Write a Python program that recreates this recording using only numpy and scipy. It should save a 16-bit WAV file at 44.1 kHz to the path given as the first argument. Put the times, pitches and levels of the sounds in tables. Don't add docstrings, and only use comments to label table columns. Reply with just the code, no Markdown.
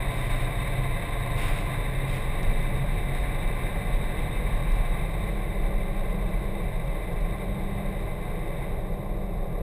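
import sys
import numpy as np
from scipy import signal
from scipy.fft import rfft, irfft
from scipy.io import wavfile
from scipy.ndimage import uniform_filter1d

SR = 44100
rng = np.random.default_rng(int(sys.argv[2]) if len(sys.argv) > 2 else 0)


def master_out(mix):
    frames = np.transpose(np.atleast_2d(mix))
    ceiling = np.clip(frames, -1, 1)
    pcm = np.round(ceiling * 32767).astype(np.int16)
    wavfile.write(sys.argv[1], SR, pcm)


N = 424238
TIME_S, FREQS_HZ = np.arange(N) / SR, np.arange(N // 2 + 1) * SR / N

# t/s, f/Hz
CYCLE_RATE = [(0, 16.4), (.8, 16.7), (1.4, 16.75), (1.8, 16.4), (2.3, 15.1), (4, 15.3), (4.7, 15.4),
              (5.2, 13.7), (5.5, 13.12), (8.1, 13.28), (9.62, 13.1)]
STATE_HZ = [13.2, 15.2, 16.6]
FIRING_DB = [-57, -43.5, -40.5]
# multiple of cycle rate, level/dB at cruising, easing, pulling
OVERTONES = [(12, -62, -47.5, -51), (13, -50, -54, -76), (18, -62.5, -54, -59.5), (25, -55, -60, -57.5),
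             (30, -51.5, -64, -63), (33.02, -61, -62, -53), (36.96, -57.5, -50, -81),
             (40.76, -75, -62, -48), (42, -55, -61, -51.5), (47.54, -54, -51, -97),
             (60.86, -61.5, -60, -57), (61.7, -74, -76, -50.5)]
# t/s, level/dB
DRONE_LEVEL = [(0, -55), (1.6, -55.5), (2.3, -50), (4.5, -47.5), (5.05, -54), (5.4, -41.5), (6.5, -41.5),
               (6.9, -57), (7.3, -42.5), (7.8, -40), (8.1, -43.5), (9.62, -45.5)]
# t/s, relative level/dB
RUSH_LEVEL = [(0, -40), (1.6, -40), (2, -41), (3.2, -42), (4.85, -42.6), (5.6, -46.5), (7, -48),
              (8.68, -48.5), (8.92, -57.5), (9.62, -59)]
# f/Hz, relative level/dB
RUSH_SPECTRUM = [(60, -3.5), (130, -4.5), (250, -2), (500, -17), (1000, -6), (2000, -12), (3000, -23),
                 (4500, -37), (6000, -45)]
# t/s, f/Hz
WHEEL_RATE = [(0, 5.2), (2, 5.5), (3, 5.72), (4.5, 5.98), (5.3, 6.11), (6.5, 6.18), (8, 6.22), (9.62, 6.14)]
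# f/Hz, relative level/dB
ROAR_SPECTRUM = [(58, 2.5), (75, -6), (120, -12.5), (200, -3), (300, -9.5), (550, -10.5), (800, -10.5),
                 (1200, -17), (2000, -30), (4000, -49), (6000, -53.5)]
# t/s, f/Hz
TYRE_BEAT = [(0, 1.82), (1.35, 1.82), (2, 1.3), (4.45, .29), (9.62, .3)]
# multiple of wheel rate, level/dB at cruise
TREAD_TONES = [(27, -50), (28, -49), (32, -50.5), (53, -54.5), (66, -55.5), (80, -59), (90, -56.5)]
# f/Hz, half-width/Hz, relative level/dB
PANEL_MODES = [(26.1, 3.1, 2), (35.7, 4.2, .5), (45.2, 4.7, -3.5)]
# t/s, level/dB
BUFFET_LEVEL = [(0, -29), (1.8, -29), (2.3, -26), (3.7, -28.5), (4.5, -24), (5.1, -27.5), (6.8, -27.5),
                (7.7, -31), (9.62, -29.8)]
# t/s, peak level/dB
JOLTS = [(.32, -26.5), (.87, -27), (1.45, -20.5), (2.48, -20.5), (2.98, -25.5), (3.2, -24.5), (3.47, -24),
         (3.94, -25), (4.72, -22), (4.88, -24), (5.62, -20), (5.78, -22), (6.25, -29), (7.22, -25)]
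# t/s, length/s, level/dB
GUSTS = [(0.116, 0.31, -48.5), (1.386, 0.1, -38.5), (1.566, .04, -48), (2.093, 0.081, -44),
         (3.147, .08, -53)]
# f/Hz, relative level/dB
AIR_SPECTRUM = [(600, -13), (1300, -1), (2500, 2.5), (4000, -11), (6000, -17)]
# t/s, peak level/dB
GRIT_HITS = [(2.16, -45), (2.4304, -42), (2.5516, -51), (2.589, -50), (2.6264, -49), (3.9424, -48),
             (4.5281, -51), (4.57, -52), (4.7192, -48), (4.7576, -49), (6.8758, -53), (7.1307, -51),
             (7.2085, -53), (8.1354, -54)]
# f/Hz, width/Hz, gain/dB
HOOD_RESONANCES = [(100, 36, 11), (129.9, 25.2, 12.5), (160.4, 21.6, 7), (244.4, 68, -9.5), (440, 22, 5),
                   (490, 15, 6.5), (522, 26, -9.5), (565, 78, 5.5), (723, 32, 2.5), (953, 62, -4.5),
                   (1064, 125, 9), (1173, 64, 8), (1273, 552, -11.5), (1586, 13, 6)]
# f/Hz, width/Hz, gain/dB
CASE_RESONANCES = [(2051, 190, 7), (2060, 55, 4), (2310, 182, 8.5), (2618, 82, 7), (2820, 260, -3),
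                   (3741, 450, 19.5), (4087, 110, 8), (5140, 280, 4.5)]


def engine_hum_and_drone(cycle_hz, cycles, cylinders=6, drone_order=15):
    firing_db = np.interp(cycle_hz, STATE_HZ, FIRING_DB)
    firing, drone = tone(cylinders, cycles), tone(drone_order, cycles)
    hum = firing * from_db(firing_db + 2 * drift(14))
    hum += drone * from_db(in_time(DRONE_LEVEL) + drift(4.4))
    for multiple, *state_db in OVERTONES:
        order = np.round(2 * multiple) / 2
        level_db = np.interp(cycle_hz, STATE_HZ, state_db)
        hum += tone(order, cycles) * from_db(level_db + 1.4 * drift(11))
    return hum


def engine_rush(cycles, body_db, gain_db=6.0, clatter_share=0.19, clatter_low_hz=280, cylinders=6):
    pattern = rng.standard_normal(4096)
    looped = np.interp(cycles % 1, np.linspace(0, 1, len(pattern)), pattern)
    colour = spectrum_gain(RUSH_SPECTRUM, body_db) * (FREQS_HZ > clatter_low_hz)
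    clatter = unit_rms(filtered(looped, colour))
    turbulence = noise(RUSH_SPECTRUM, body_db)
    rush = np.sqrt(clatter_share) * clatter + np.sqrt(1 - clatter_share) * turbulence
    throb = 1 + 0.036 * np.sin(2 * np.pi * cylinders * cycles)
    return rush * throb * from_db(in_time(RUSH_LEVEL) + gain_db + 0.82 * drift(33))


def tyres(body_db, cruise_hz=6.2, roar_db=-35.0, roar_db_per_hz=2.0, side_db_per_hz=7.0, blocks=24):
    wheel_hz = in_time(WHEEL_RATE)
    excess_hz = wheel_hz - cruise_hz
    roar = noise(ROAR_SPECTRUM, body_db)
    roar *= from_db(roar_db + roar_db_per_hz * excess_hz + 0.22 * drift(14))
    revs = turns(wheel_hz, wander=0.00908)
    hum = tone(blocks, revs) * tread_gain(blocks * wheel_hz) * from_db(1.1 * drift(10))
    for multiple, db in TREAD_TONES:
        hum += tone(multiple, revs) * from_db(db + side_db_per_hz * excess_hz + 2.8 * drift(4.4))
    return roar + hum


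def tread_gain(tread_hz, near_tyre_db=-55.5, far_ratio_db=-2.5, in_phase_s=0.25):
    beats = np.cumsum(in_time(TYRE_BEAT)) / SR
    beats -= np.interp(in_phase_s, TIME_S, beats)
    pair = np.abs(1 + from_db(far_ratio_db) * np.exp(2j * np.pi * beats))
    boom_db = bell_db(tread_hz, centre_hz=130.3, width_hz=28.7, peak_db=17.5)
    return pair * from_db(near_tyre_db + boom_db)


def hood_rumble(levelling=0.63):
    swing = np.zeros(N)
    for hz, half_width_hz, db in PANEL_MODES:
        response = 1 / (1 + ((FREQS_HZ - hz) / half_width_hz) ** 2)
        swing += from_db(db) * shaped_noise(response)
    power = uniform_filter1d(swing ** 2, size=SR // 7) + 1e-9
    levelled = unit_rms(swing / power ** (levelling / 2))
    wind_power = from_db(in_time(BUFFET_LEVEL)) ** 2
    jolt_power = sum((from_db(db) * swell(t, 0, rise_s=0.026, fall_s=0.091)) ** 2 for t, db in JOLTS)
    return levelled * np.sqrt(wind_power + jolt_power)


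def case_hiss(breeze_db=-66, case_share=0.49):
    flutter = from_db(1.2 * drift(70))
    gusts = sum(from_db(db) * swell(t, length_s, rise_s=0.016, fall_s=0.061) for t, length_s, db in GUSTS)
    hiss = noise(AIR_SPECTRUM, case_share * response_db(CASE_RESONANCES))
    return hiss * (from_db(breeze_db) + gusts) * flutter


def grit(decay_s=0.0041, faint_per_s=24.0, faint_db=-61.5):
    hits = (rng.random(N) < faint_per_s / SR) * from_db(faint_db + 2 * rng.standard_normal(N))
    for t, db in GRIT_HITS:
        hits[round(t * SR)] = from_db(db)
    envelope = signal.lfilter([1], [1, -np.exp(-1 / (decay_s * SR))], hits + 1e-18)
    return envelope * noise([(2000, 2), (6000, -6), (9000, -22)])


def turns(rate_hz, wander):
    return np.cumsum(rate_hz * (1 + wander * drift(6))) / SR


def tone(order, revs):
    return np.sqrt(2) * np.sin(2 * np.pi * (order * revs + rng.random()))


def swell(start_s, hold_s, rise_s, fall_s):
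    before = np.maximum(start_s - TIME_S, 0) / rise_s
    after = np.maximum(TIME_S - start_s - hold_s, 0) / fall_s
    return np.exp(-np.minimum(before + after, 40))


def bell_db(hz, centre_hz, width_hz, peak_db):
    return peak_db * 0.5 ** ((2 * (hz - centre_hz) / width_hz) ** 2)


def response_db(resonances):
    return sum(bell_db(FREQS_HZ, *row) for row in resonances)


def spectrum_gain(spectrum, body_db):
    hz, db = np.transpose(spectrum)
    return from_db(np.interp(np.log(FREQS_HZ + 1), np.log(hz), db) + body_db)


def noise(spectrum, body_db=0):
    low_cut = np.minimum(FREQS_HZ / spectrum[0][0], 1) ** 2
    return shaped_noise(spectrum_gain(spectrum, body_db) * low_cut)


def drift(corner_hz):
    return shaped_noise(1 / (1 + (FREQS_HZ / corner_hz) ** 2))


def shaped_noise(gain):
    return unit_rms(filtered(rng.standard_normal(N), gain))


def filtered(x, gain):
    return irfft(rfft(x) * gain, N)


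def in_time(rows):
    return np.interp(TIME_S, *np.transpose(rows))


def unit_rms(x):
    return x / np.sqrt(np.mean(x ** 2) + 1e-20)


def from_db(db):
    return 10 ** (np.asarray(db) / 20)


def scene():
    body_db = response_db(HOOD_RESONANCES) + response_db(CASE_RESONANCES)
    cycle_hz = in_time(CYCLE_RATE)
    cycles = turns(cycle_hz, wander=0.002)
    drive = engine_hum_and_drone(cycle_hz, cycles) + engine_rush(cycles, body_db) + tyres(body_db)
    return (drive + hood_rumble() + case_hiss() + grit())[None]


def record(dry, edge_hz=5680.0, order=24, hold_hz=12000, cutoff_hz=15250, fade_s=0.004):
    fades = np.minimum(1, np.minimum(TIME_S, TIME_S[::-1]) / fade_s)
    band = filtered(dry * fades, 1 / np.sqrt(1 + (FREQS_HZ / edge_hz) ** (2 * order)))
    mirrored = band * (1 + 2 * np.cos(2 * np.pi * hold_hz * TIME_S))
    held = filtered(mirrored, np.sinc(FREQS_HZ / hold_hz))
    lowpass = signal.ellip(12, 0.1, 80, cutoff_hz, fs=SR, output="sos")
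    return signal.sosfilt(lowpass, held)


dry = scene()
out = record(dry)
master_out(out)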